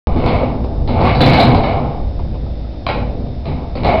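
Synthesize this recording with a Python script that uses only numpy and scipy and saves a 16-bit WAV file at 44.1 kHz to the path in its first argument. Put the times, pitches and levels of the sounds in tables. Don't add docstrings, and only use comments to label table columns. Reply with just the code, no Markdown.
import sys
import numpy as np
from scipy import signal
from scipy.fft import rfft, irfft
from scipy.io import wavfile
from scipy.ndimage import uniform_filter1d

SR = 44100
rng = np.random.default_rng(int(sys.argv[2]) if len(sys.argv) > 2 else 0)


def dump_mix(stems):
    frames = np.atleast_2d(stems).T
    limited = np.clip(frames, -1, 1)
    pcm = np.round(limited * 32767).astype(np.int16)
    wavfile.write(sys.argv[1], SR, pcm)


N = 176400
T = np.arange(N) / SR
HZ = np.maximum(np.arange(N // 2 + 1) * SR / N, 1)

# time in seconds, then boom, clang, crackle in dB.
FIRST_SWING = [(.05, -25.5, -20.5, -42.5), (.15, -20, -30.5, -40.5), (.19, -16.5, -18.5, -32),
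               (.29, -15, -18.5, -28), (.35, -21, -19, -29.5), (.43, -25.5, -16, -36.5),
               (.47, -17.5, -31, -47), (.7, -24, -30.5, -66), (.87, -23.5, -38, -64)]
BIG_SWING = [(.89, -13, -22, -36), (.98, -19.5, -16, -32.5), (1.039, -5.5, -13.5, -24.5),
             (1.09, -35, -20, -19), (1.12, -20.5, -30, -29.5), (1.2, -10, -13.5, -45),
             (1.23, -11, -22, -20), (1.38, -15, -11, -20.5), (1.472, -5.5, -11.5, -23),
             (1.602, -20, -21, -47), (1.669, -21, -17, -27.5), (1.799, -18.5, -21, -41),
             (1.94, -26, -27.5, -44.5)]
LULL = [(2.03, -30.5, -44, -76.5), (2.399, -30.5, -43, -69), (2.84, -35, -46, -62.5),
        (2.948, -21, -24.5, -57), (3.201, -25.5, -52, -64), (3.432, -36.5, -39.5, -57),
        (3.48, -14, -29.5, -39), (3.579, -32, -29.5, -48), (3.64, -30, -35, -57), (3.74, -36.5, -54, -55.5)]
LAST_SWING = [(3.77, -19, -28, -31), (3.82, -13, -31, -53), (3.848, -17.5, -9, -22.5),
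              (3.895, -13, -14.5, -22.5), (3.94, -27, -11, -36.5), (4.0, -44, -56, -24)]
# start in seconds, boom, clang, crackle and edge in dB,
# clatter decay in seconds, first contact against the clatter in dB.
BLOWS = [ (.160, -14, -24, -47, -45.5, 0.013, -17), (.260, -23, -16.5, -29.5, -32.5, 0.017, -22),
         (.431, -21.5, -34.5, -36.5, -60, 0.0036, -12), (0.875, -27.5, -24, -37, -38, 0.027, -28),
         (1.007, -20.5, -15, -44, -36, 0.021, -13.5), (1.051, -26.5, -20.5, -28.5, -34.5, .008, -22),
         (1.150, -28.5, -20, -36, -32, 0.0064, -9), (1.206, -10.5, -14, -22, -24.5, 0.015, -18.5),
         (1.261, -12, -11.5, -26, -26, 0.014, -21), (1.333, -14, -16, -18.5, -24.5, 0.01, -16.5),
         (1.398, -12.5, -12.5, -29, -25.5, 0.0099, -9.5), (1.547, -19.5, -17.5, -29.5, -33, 0.0063, 2),
         (1.634, -41, -21, -28.5, -35, 0.012, -17), (2.866, -25.5, -23.5, -27.5, -32, .0012, 4),
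         (2.888, -24.5, -20, -25, -36.5, 0.012, -34.5), (3.202, -26.5, -40.5, -67, -66, 0.0041, -3.5),
         (3.453, -34.5, -28, -39.5, -42.5, 0.019, -27), (3.753, -22.5, -26.5, -40.5, -44, 0.0054, -11),
         (3.833, -26.5, -23.5, -30.5, -34, 0.033, -13), (3.846, -35.5, -20, -39, -37, 0.0065, -8)]
REGISTER_EDGES_HZ = [85, 380, 1400, 3200, 7000]
# frequency in Hz, gain in dB.
STRIP_COLOUR = [(80, 3.5), (130, 0.5), (260, -5), (360, -7), (480, -4), (780, 0), (950, -7.5), (1250, -14),
                (1650, -23.5), (2300, -17.5), (2800, -23), (3250, -28.5), (4000, -23), (4600, -30),
                (5300, -36.5), (6000, -50)]
# centre in Hz, width in Hz, lift in dB.
STRIP_MODES = [(129, 8.7, 7), (214.2, 16, 6.5), (249, 18, 7), (430.5, 7.7, 6.5), (501.4, 54, 6),
               (586, 23, 1.5), (682, 25, 8.5), (756, 12, -3.5), (770, 39, 2), (829, 67, 3), (1040, 57, 1),
               (2220, 280, 6.5), (2940, 48, 7), (4120, 20, 4.5)]
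# start in seconds,
# pitch in Hz, relative level in dB, decay in seconds.
ZINGS = [ (.432, 547, -19.5, 0.0063), (1.071, 1149, -19, 0.01), (1.210, 3965, -20, 0.018),
         (1.211, 3530, -21.5, 0.017), (1.335, 3960, -27, 0.0068), (1.385, 767, -12, 0.0096),
         (1.4, 4098, -20, 0.019), (2.463, 1275, -52, .006), (2.646, 1290, -53, 0.0069),
         (2.866, 1050, -22.5, .002), (2.865, 3130, -35, 0.0013), (3.755, 4480, -45, .015),
         (3.888, 2220, -21.5, .03), (3.888, 724, -14.5, 0.14), (3.935, 648.6, -13, 0.12)]
# frequency in Hz, seconds to fall 60 dB.
ROOM_T60 = [(100, 0.89), (250, 0.42), (600, 1), (1200, 0.4), (2300, 0.53), (5000, 0.45)]
# start in seconds, level in dB, decay in seconds.
TAPS = [(0.642, -34, 0.019), (2.192, -35, 0.02), (2.249, -46, 0.0072), (2.343, -38.5, 0.02),
        (2.464, -44, 0.0069), (2.741, -50, 0.0038), (3.268, -47, 0.007)]
# frequency in Hz, gain in dB.
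TAP_COLOUR = [(150, -13.5), (350, 7.5), (700, 6.5), (1000, 0.5), (1250, -9.5), (1700, -28.5), (2300, -12.5),
              (3200, -24), (4200, -23), (5500, -25)]
# time in seconds, relative level in dB.
GUSTS = [(.08, -5), (.16, -17), (.32, -16.5), (.42, -20.5), (.7, -20), (.82, -16), (.9, -13), (1.05, -14),
         (1.4, -20.5), (1.56, -17), (1.87, -27), (2.07, -17.5), (2.42, -20), (2.62, -25.5), (2.8, -24),
         (3.2, -23), (3.7, -23), (3.88, -21.5)]
# centre in Hz, width in Hz, lift in dB.
PANE_MODES = [(55, 14, 11)]
# frequency in Hz, gain in dB.
RUMBLE_COLOUR = [(12, -4.5), (25, 0.5), (38, -12), (50, -4.5), (70, -3), (100, -7), (140, -12.5),
                 (200, -19.5), (400, -31.5), (900, -45), (2000, -69.5)]
STORM_COLOUR = [(60, -8.5), (150, -1), (220, -6), (330, 0.5), (420, -14), (520, -2.5), (700, -1.5),
                (850, -13.5), (1100, -27.5), (1500, -42.5), (3000, -39)]
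HISS_COLOUR = [(300, -4.5), (1500, 2.5), (2200, 1.5), (3000, -2), (3700, 1.5), (4800, -0.5), (5500, 0.5)]
OVERLOAD_COLOUR = [(4800, -0.5), (6200, -11.5), (9000, -7.5), (15000, 0)]
# pitch in Hz, waver in Hz, level in dB.
WHINE = [(3564, 13, -62.5), (3690, 9, -59.5), (4985, 0.28, -62.5), (5200, .3, -61.5), (5900, .3, -75.5)]

SNAPS_PER_S, CLATTER_PER_S, SNAP_SPREAD_DB = 900, 1500, 2.5
FLUTTER_DB, EDGE_VS_CRACKLE_DB, PLACES = 1, -11, 3
ZING_DIRECT_DB, ZING_ROOM_DB, ZING_RISE_S, ZING_BEND_SHARE = -9.5, -9, .00098, .03
DIRECT_DB, ROOM_BUILD_S, BLOW_WINDOW_S = -3, .0053, .075
WIND_DB, BUFFET_DB, STORM_DB, HISS_DB = 1, -.5, -36.5, -43.5
START_S, FADE_S, TREBLE_LIMIT_HZ, STOPBAND_HZ = .071, .004, 5650, 16900
CLIP_TOP, CLIP_BOTTOM, CLIP_HARDNESS = .84, -.62, 34


def strip():
    boom, clang, crackle = in_time(FIRST_SWING + BIG_SWING + LULL + LAST_SWING)
    registers_db = np.array([boom, clang, crackle, crackle + EDGE_VS_CRACKLE_DB])
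    shaking = from_db(registers_db + FLUTTER_DB * drift(rate_hz=51)) / np.sqrt(PLACES)
    metal, out = colour(STRIP_COLOUR, STRIP_MODES), 0
    for place in range(PLACES):
        forces = blows(BLOWS[place::PLACES]) + shaking * snaps(SNAPS_PER_S / PLACES)
        metal_in_room = irfft(rfft(room(), N) * metal, N)[:SR]
        for force, low, high in zip(forces, REGISTER_EDGES_HZ, REGISTER_EDGES_HZ[1:]):
            ringing = band(metal_in_room, low, high, order=3)
            out = out + signal.fftconvolve(force, ringing / np.linalg.norm(ringing))[:N]
    return out


def blows(rows):
    force, clatter = np.zeros((4, N)), snaps(CLATTER_PER_S)
    for s, *levels_db, decay, contact_db in rows:
        start = int(s * SR)
        t = T[:N - start][:SR // 4]
        tail = clatter[start:start + len(t)] * np.exp(-t / decay)
        hit = from_db(contact_db) * (t == 0) + tail / np.linalg.norm(tail)
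        force[:, start:start + len(t)] += at_level(hit, levels_db)
    return force


def snaps(per_s):
    sizes_db = SNAP_SPREAD_DB * np.minimum(rng.exponential(1, N), 4)
    clicks = from_db(sizes_db) * rng.choice([-1, 1], N) * (rng.random(N) < per_s / SR)
    power = np.abs(uniform_filter1d(clicks ** 2, size=1323))
    return clicks / np.sqrt(power + 1e-6)


def zings():
    out, bend = np.zeros(N), 1 + ZING_BEND_SHARE * drift(rate_hz=200)
    for s, hz, db, decay in ZINGS:
        start = int(s * SR)
        t = T[:N - start]
        envelope = np.exp(-t / decay) * (1 - np.exp(-t / ZING_RISE_S))
        out[start:] += at_level(sine(hz * bend[start:]) * envelope, db)
    reverb = signal.fftconvolve(out, room())[:N]
    return from_db(ZING_DIRECT_DB) * out + from_db(ZING_ROOM_DB) * reverb


def room():
    edges_hz, t, tail = np.geomspace(60, 8000, 9), T[:SR], 0
    for low, high in zip(edges_hz, edges_hz[1:]):
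        t60 = at_hz(ROOM_T60, np.sqrt(low * high))
        envelope = np.exp(-np.log(1000) * t / t60) * (1 - np.exp(-t / ROOM_BUILD_S))
        tail = tail + band(rng.standard_normal(len(t)), low, high) * envelope / np.linalg.norm(envelope)
    return tail + from_db(DIRECT_DB) * (t == 0)


def taps():
    out, rattle = np.zeros(N), noise(colour(TAP_COLOUR))
    for s, db, decay in TAPS:
        start = int(s * SR)
        out[start:] += at_level(rattle[start:] * np.exp(-T[:N - start] / decay), db)
    return out


def wind():
    gust_db, = in_time(GUSTS)
    rumble = noise(colour(RUMBLE_COLOUR, PANE_MODES))
    swell = from_db(WIND_DB + gust_db + BUFFET_DB * drift(rate_hz=5))
    return rumble * swell + from_db(STORM_DB) * noise(colour(STORM_COLOUR))


def camera_noise():
    whine = sum(from_db(db) * rms_one(sine(hz + waver * drift(rate_hz=40))) for hz, waver, db in WHINE)
    return from_db(HISS_DB) * noise(colour(HISS_COLOUR)) + whine


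def from_db(db):
    return 10 ** (np.asarray(db) / 20)


def rms_one(x):
    return x / np.sqrt(np.mean(x ** 2) + 1e-20)


def at_level(burst, db):
    return np.multiply.outer(from_db(db), burst / np.linalg.norm(burst) * np.sqrt(BLOW_WINDOW_S * SR))


def in_time(rows):
    s, *columns = np.transpose(rows)
    return [np.interp(T, s, column) for column in columns]


def at_hz(points, hz):
    table_hz, values = np.transpose(points)
    return np.interp(np.log(hz), np.log(table_hz), values)


def band(x, low, high, order=2):
    return signal.sosfilt(signal.butter(order, [low, high], "band", fs=SR, output="sos"), x)


def colour(spectrum, modes=()):
    peaks_db = sum(lift / (1 + (2 * (HZ - hz) / width) ** 2) for hz, width, lift in modes)
    cepstrum = irfft(np.log(from_db(at_hz(spectrum, HZ) + peaks_db)), N)
    causal_fold = (1 + np.sign(np.arange(N))) * (np.arange(N) < N // 2)
    return np.exp(rfft(cepstrum * causal_fold))


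def sine(hz):
    return np.sin(2 * np.pi * np.cumsum(hz) / SR)


def noise(response):
    return rms_one(irfft(response * np.exp(2j * np.pi * rng.random(len(HZ))), N))


def drift(rate_hz):
    return noise(1 / (1 + (HZ / rate_hz) ** 2))


def scene():
    return (strip() + zings() + taps() + wind() + camera_noise())[None]


def record(dry):
    gate = (T > START_S) * np.minimum((T[-1] - T) / FADE_S, 1) ** 2
    narrow = signal.sosfilt(signal.butter(18, TREBLE_LIMIT_HZ, fs=SR, output="sos"), dry * gate)
    overload = narrow / np.where(narrow > 0, CLIP_TOP, CLIP_BOTTOM)
    clipped = narrow / (1 + overload ** CLIP_HARDNESS) ** (1 / CLIP_HARDNESS)
    dulled = signal.lfilter(irfft(colour(OVERLOAD_COLOUR), N)[:128], 1, clipped)
    return signal.sosfilt(signal.cheby2(14, 70, STOPBAND_HZ, fs=SR, output="sos"), dulled)


dry = scene()
out = record(dry)
dump_mix(out)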